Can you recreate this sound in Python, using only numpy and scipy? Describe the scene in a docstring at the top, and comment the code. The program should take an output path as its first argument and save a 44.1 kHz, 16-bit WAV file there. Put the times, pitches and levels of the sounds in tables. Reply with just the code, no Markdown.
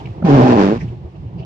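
"""Inside an idling car, a two-port microphone hears a wiper sweep the snowy glass once, right port first.
The rubber sticks and slips, slowing, then quickening a little before it stops; each slip kicks the windshield
into a groan, pumps the cabin air and gates the hiss of slush under the lip. Behind it the cabin booms softly
with the engine (lumpy filtered noise), with dull thumps (decaying tones) and small rattles (noise puffs).
The cabin adds a short dull tail, and the loud groan flattens in the microphone."""
import sys
import numpy as np
from scipy import signal
from scipy.fft import rfft, irfft, next_fast_len
from scipy.io import wavfile
from scipy.ndimage import map_coordinates

SR = 44100
rng = np.random.default_rng(int(sys.argv[2]) if len(sys.argv) > 2 else 0)


def file_out(sig):
    """Save sig as 16-bit WAV at sys.argv[1]."""
    # one column per channel
    cols = np.atleast_2d(sig).T
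    # limit, then scale
    lim = np.clip(cols, -1, 1)
    pcm = np.round(lim * 32767).astype(np.int16)
    wavfile.write(sys.argv[1], SR, pcm)


N = 63945  # samples


def amp(db):
    """dB to gain."""
    return 10 ** (np.asarray(db) / 20)


def unit(x):
    """Scaled to rms 1."""
    return x / np.sqrt(np.mean(x ** 2) + 1e-20)


def along(points, hz):
    """(f/Hz, value) points read on a log frequency axis."""
    f, v = np.transpose(points)
    return np.interp(np.log(hz + 1), np.log(f + 1), v)


def curves(rows):
    """One value per sample for each column after the time."""
    s, *cols = np.transpose(rows)
    return [np.interp(np.arange(N) / SR, s, c) for c in cols]


def wobble(rate):
    """A smooth random curve, rate knots a second."""
    knots = rng.standard_normal(int(N * rate / SR) + 4)
    return map_coordinates(knots, [np.arange(N) * rate / SR])


def filtered(x, response):
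    """x times a complex response of frequency."""
    m = next_fast_len(N + SR // 2)
    return irfft(rfft(x, m) * response(np.fft.rfftfreq(m, 1 / SR)), m)[..., :N]


def peak(f, hz, width):
    """One causal resonance."""
    return 1j * f * width / (hz * hz - f * f + 1j * f * width)


def pair(alike):
    """White noise for two ports, mixed from mid and side to be as alike as the table says."""
    def mid_and_side(hz):
        turn = np.arccos(np.clip(along(alike, hz), -1, 1)) / 2
        return np.array([np.cos(turn), np.sin(turn)])

    mid, side = filtered(rng.standard_normal((2, N)), mid_and_side)
    return np.array([mid + side, mid - side])


# Spectrum of the cabin noise: f/Hz, relative level per Hz/dB
IDLE_SPECTRUM = [(13, -73), (22, -53), (69, -3.5), (122, -6), (169, -3.5), (204, -14.5), (268, -19.5),
                 (351, -12.5), (436, -20), (604, -26.5), (860, -25), (1160, -36), (1330, -45.5),
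                 (2770, -49), (14500, -76.5)]
# Overall level of the cabin noise: t/s, level/dB
IDLE_LEVEL = [(0, -30), (.2, -31), (.8, -27), (1.0, -35.5), (1.2, -33.5), (1.45, -33.5)]
# Gain of its treble over the rest: t/s, level/dB
IDLE_TREBLE = [(0, 12.5), (.2, 6.5), (.85, 9.5), (1.0, 7.5), (1.45, 4.5)]
# Likeness of cabin sound at the two ports: f/Hz, correlation (1 = identical)
CABIN_ALIKE = [(60, 1), (200, 0.87), (600, 0.95), (1500, 0.13), (6000, 0.1)]
BASS_LUMPS_DB = 2.5


def idle():
    """Engine noise all round in the cabin: shaped noise whose bass, middle and treble waver apart."""
    (level_db,), (treble_db,) = curves(IDLE_LEVEL), curves(IDLE_TREBLE)
    noise = unit(filtered(pair(CABIN_ALIKE), lambda f: amp(along(IDLE_SPECTRUM, f))))
    bass = filtered(noise, lambda f: 1 / (1 + (f / 250) ** 4))
    treble = filtered(noise, lambda f: 1 / (1 + (1300 / (f + 1)) ** 4))
    middle = noise - bass - treble
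    lumpy_bass = bass * amp(BASS_LUMPS_DB * wobble(14.26))
    wavering_middle = middle * amp(3.7 * wobble(25))
    wavering_treble = treble * amp(treble_db + 0.52 * wobble(44))
    return amp(level_db) * (lumpy_bass + wavering_middle + wavering_treble)


CABIN_T60_S, CABIN_DB, CABIN_TOP_HZ = .09, -10, 3000


def cabin(x):
    """Reflections off the cabin walls: a short dull decaying noise tail, different at each port."""
    t = np.arange(SR // 4) / SR
    tail = rng.standard_normal((2, len(t))) * amp(-60 * t / CABIN_T60_S)
    wet = signal.fftconvolve(x, tail / np.linalg.norm(tail[0]), axes=1)[:, :N]
    return filtered(wet, lambda f: (f / (f + 150)) ** 2 / (1 + (f / CABIN_TOP_HZ) ** 2))


# Small rattles: t/s (middle of the puff), level/dB, half-length to 1/e/s, f/Hz
RATTLES = [(.005, -48, 0.0095, 2940), (.008, -35.5, 0.009, 830), (.06, -38.5, 0.0038, 2540),
           (.061, -48, 0.0038, 2860), (.062, -59, 0.0047, 4470), (0.074, -45, .005, 2340),
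           (0.106, -57, .006, 2480), (.227, -36, 0.004, 1300), (0.228, -24, 0.0045, 576),
           (0.787, -48.5, .005, 2301), (.813, -39, 0.0062, 2210), (.817, -39.5, 0.014, 1920),
           (0.819, -52.5, 0.024, 5500), (.885, -51.5, 0.0083, 2750), (1.159, -55.5, 0.0077, 2630),
           (1.281, -62, 0.017, 2820), (1.401, -50, 0.017, 2700), (1.401, -59, 0.023, 4600),
           (1.422, -42.5, 0.033, 680), (1.434, -48.5, 0.0088, 2850)]
RATTLE_WIDTH = .28  # resonance width over pitch


def rattles():
    """Short puffs of noise, each resonating around one pitch."""
    t, out = np.arange(N) / SR, np.zeros((2, N))
    for s, db, length, hz in RATTLES:
        puff = np.exp(-((t - s) / length) ** 2)
        noise = unit(filtered(pair(CABIN_ALIKE), lambda f: peak(f, hz, RATTLE_WIDTH * hz) ** 2))
        out += amp(db) * puff * noise
    return out


# Dull thumps in the cabin: t/s, level/dB, f/Hz, t60/s
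THUMPS = [(.017, -33.5, 118.4, 0.14), (0.044, -23, 126, 0.25), (.092, -23.5, 111, 0.35),
          (0.11, -23.5, 103.8, 0.079), (0.223, -14, 200, 0.14), (.758, -22, 81.7, 0.15),
          (0.829, -16, 154, 0.13), (0.845, -14.5, 116.3, 0.17), (0.879, -21.5, 113.3, .2),
          (.902, -20, 96, 0.12), (0.929, -23.5, 115.3, 0.2), (1.047, -22, 79.3, .3),
          (1.252, -21.5, 110, .25), (1.33, -24.5, 122.7, 0.28), (1.398, -22.5, 120, 0.58)]
THUMP_RISE_S, THUMP_EDGE_DB = 0.0015, -11.5


def thumps():
    """Soft blows that ring the cabin's low modes, each with a brief edge at three times the pitch."""
    out, t = np.zeros(N + SR), np.arange(SR // 2) / SR
    for s, db, hz, t60 in THUMPS:
        ring = amp(-60 * t / t60) * np.sin(2 * np.pi * hz * t) * (1 - np.exp(-t / THUMP_RISE_S))
        edge = amp(THUMP_EDGE_DB - 60 * t / 0.025) * np.sin(2 * np.pi * 3.0 * hz * t)
        out[round(s * SR):][:len(t)] += amp(db) * (edge - ring)
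    return out[:N]


# Likeness of the rubbing and slush at the two ports: f/Hz, correlation (1 = identical)
SWEEP_ALIKE = [(100, 0.9), (300, 1), (700, 0.65), (1500, 0.17), (4000, 0.17), (10000, 0.1)]
# Spectrum of the slush: f/Hz, relative level per Hz/dB
SLUSH_SPECTRUM = [(530, -29.5), (900, -0.5), (999, 4.5), (1250, -3.5), (1430, -4), (1830, -7.5),
                  (5990, -23), (8300, -34.5), (14500, -58)]
# Slush under the lip: t/s, level/dB, how sharply each slip gates the hiss
SLUSH_LEVEL = [(.232, -60, .3), (.242, -47, .3), (.25, -29.5, 0.25), (.3, -24, 0.17), (.45, -24, 0.18),
               (.53, -22.5, 0.4), (.555, -29, 0.41), (.6, -21, 0.51), (.68, -27, 0.6), (.76, -35.5, 0.17),
               (.79, -35.5, 0.59)]
SLUSH_LEAD = 0.5  # where in the slip cycle the hiss peaks (radians)


def slush(cycle):
    """Wet snow hissing under the lip: shaped noise let through in a puff each slip."""
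    level_db, sharp = curves(SLUSH_LEVEL)
    hiss = unit(filtered(pair(SWEEP_ALIKE), lambda f: amp(along([(500, -43)] + list(SLUSH_SPECTRUM), f))))
    gate = np.exp(sharp * np.cos(cycle - SLUSH_LEAD)) / np.sqrt(np.i0(2 * sharp))  # keeps the mean power
    return amp(level_db) * gate * amp(0.8 * wobble(60)) * hiss


# Resonances of the rubbed glass: f/Hz, width/Hz, level/dB before one broad resonance
GLASS = [(273, 160, 1.5), (406, 130, 0.5), (601, 61, -2), (811, 91, 0), (1030, 83, -12)]
# Uneven rubbing beside the slips: t/s, level/dB
GRIND = [(.232, -30.5), (.268, -16.5), (.38, -15), (.41, -11.5), (.53, -12.5), (.556, -16), (.606, -15),
         (.74, -36), (.79, -35)]
GRIND_GATE = 0.27  # how sharply each slip gates the rubbing


def grind(cycle):
    """Rubber rubbing between and through the slips: gated noise rings the glass."""
    def glass(f):
        rings = sum((-1) ** k * amp(db) * peak(f, hz, width) for k, (hz, width, db) in enumerate(GLASS))
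        return rings * peak(f, 500, 1600)

    gated = np.exp(GRIND_GATE * np.cos(cycle)) * amp(1.2 * wobble(40)) * pair(SWEEP_ALIKE)
    return amp(curves(GRIND)[0]) * unit(filtered(gated, glass))


# The sweep: t/s, slip rate f/Hz, slip level/dB, boom level at the slip rate/dB, boom level at twice it/dB
SWEEP = [(0.23, 188, -47, -27.5, -44), (0.249, 186, -26, -3, -33), (.266, 170, -16, -6, -24.5),
         (.285, 146, -12.5, -9, -15), (0.328, 140, -14, -9, -12.5), (0.367, 137, -11.5, -8.5, -17),
         (.395, 121, -11.5, -14, -6.5), (.43, 128, -17, -5, -26), (0.471, 128, -13, -21.5, -13),
         (0.509, 123, -14, -15.5, -11), (0.547, 116, -15.5, -20.5, -17), (0.587, 101, -8.5, -32, -19),
         (0.629, 95.5, -10, -39, -15.5), (.68, 98, -15, -45.5, -16.5), (0.713, 107, -13.5, -41.5, -22.5),
         (0.746, 116, -20, -28, -33.5), (0.786, 120, -37, -37, -17.5)]
JITTER, SCATTER_DB = .033, 2  # spread of a slip's moment (cycles) and size (dB)
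SLIP_HZ, SLIP_WIDTH_HZ = 330, 300  # each slip is one short swing of the glass
SOFT_HZ = 1200  # the rubber lip is soft: a slip carries little above this
BOOM_LEAD, SECOND_LEAD = 1.9, -.3  # phase of the two booms against the slip (radians)
FADE_S = .01  # the blade starts and stops


def slip_clock(rate):
    """Stick-slip timing: one kick a cycle, slightly uneven, and the phase running from slip to slip."""
    turns = np.cumsum(rate) / SR
    draws = rng.standard_normal((int(turns[-1]), 2))
    moments = np.arange(len(draws)) + JITTER * draws[:, 0]
    at = np.interp(moments, turns, np.arange(N)).astype(int)
    kicks = np.bincount(at, amp(SCATTER_DB * draws[:, 1]), N)
    cycle = 2 * np.pi * np.interp(np.arange(N), np.sort(at), np.arange(len(at)))
    return kicks, cycle


def slips(kicks, level_db):
    """The groan: each kick from the soft lip swings the glass."""
    swing = lambda f: peak(f, SLIP_HZ, SLIP_WIDTH_HZ) ** 2 / (1 + 1j * f / SOFT_HZ)
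    return -amp(level_db) * unit(filtered(kicks, swing))


def boom(cycle, first_db, second_db):
    """Cabin air pumped by the glass: wavering tones at the slip rate and at twice it."""
    first = amp(first_db + 3 * wobble(50)) * np.sin(cycle + BOOM_LEAD)
    second = amp(second_db + 2.3 * wobble(50)) * np.sin(2 * cycle + SECOND_LEAD)
    return first + second


def wiper():
    """One sweep of the blade: slips, rubbing, boom and slush all follow the same stick-slip cycle."""
    rate, level_db, boom_db, second_db = curves(SWEEP)
    t = np.arange(N) / SR
    on = np.clip(np.minimum(t - SWEEP[0][0], SWEEP[-1][0] - t) / FADE_S, 0, 1)
    kicks, cycle = slip_clock(rate)
    return on * (slips(kicks, level_db) + grind(cycle) + boom(cycle, boom_db, second_db) + slush(cycle))


# Balance of the ports: f/Hz, left over right level/dB
BALANCE_DB = [(60, -1.2), (240, -1.4), (700, -1.8), (1400, -.7), (5000, -1.7), (10000, -6)]
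# Extra travel to the left port: f/Hz, lag/ms
LAG_MS = [(100, 0.13), (300, 0.28), (700, 0.3), (1200, 0.405)]


def scene():
    """All sources in the cabin at the two ports; sound reaches the right port first."""
    near = wiper() + thumps() + rattles()
    mix = near + amp(CABIN_DB) * cabin(near) + idle()
    side = np.array([[.5], [-.5]])  # left, right: half the difference each

    def ports(f):
        lag_s = side * along(LAG_MS, f) / 1000
        return amp(side * along(BALANCE_DB, f)) * np.exp(-2j * np.pi * f * lag_s)

    return filtered(mix, ports)


# Treble response of the microphone: f/Hz, level/dB
MIC = [(5500, 0), (7500, -4), (9000, -9), (14000, -10)]
CLIP_TOP, CLIP_HARD = .88, 5  # full-scale ceiling, sharpness of the bend
TOP_HZ = 14850


def record(dry):
    """The two-port microphone: soft clipping, a dull treble, then the band limit."""
    soft = dry / (1 + np.abs(dry / CLIP_TOP) ** CLIP_HARD) ** (1 / CLIP_HARD)
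    return filtered(soft, lambda hz: amp(along(MIC, hz)) * (hz < TOP_HZ))


dry = scene()
out = record(dry)
file_out(out)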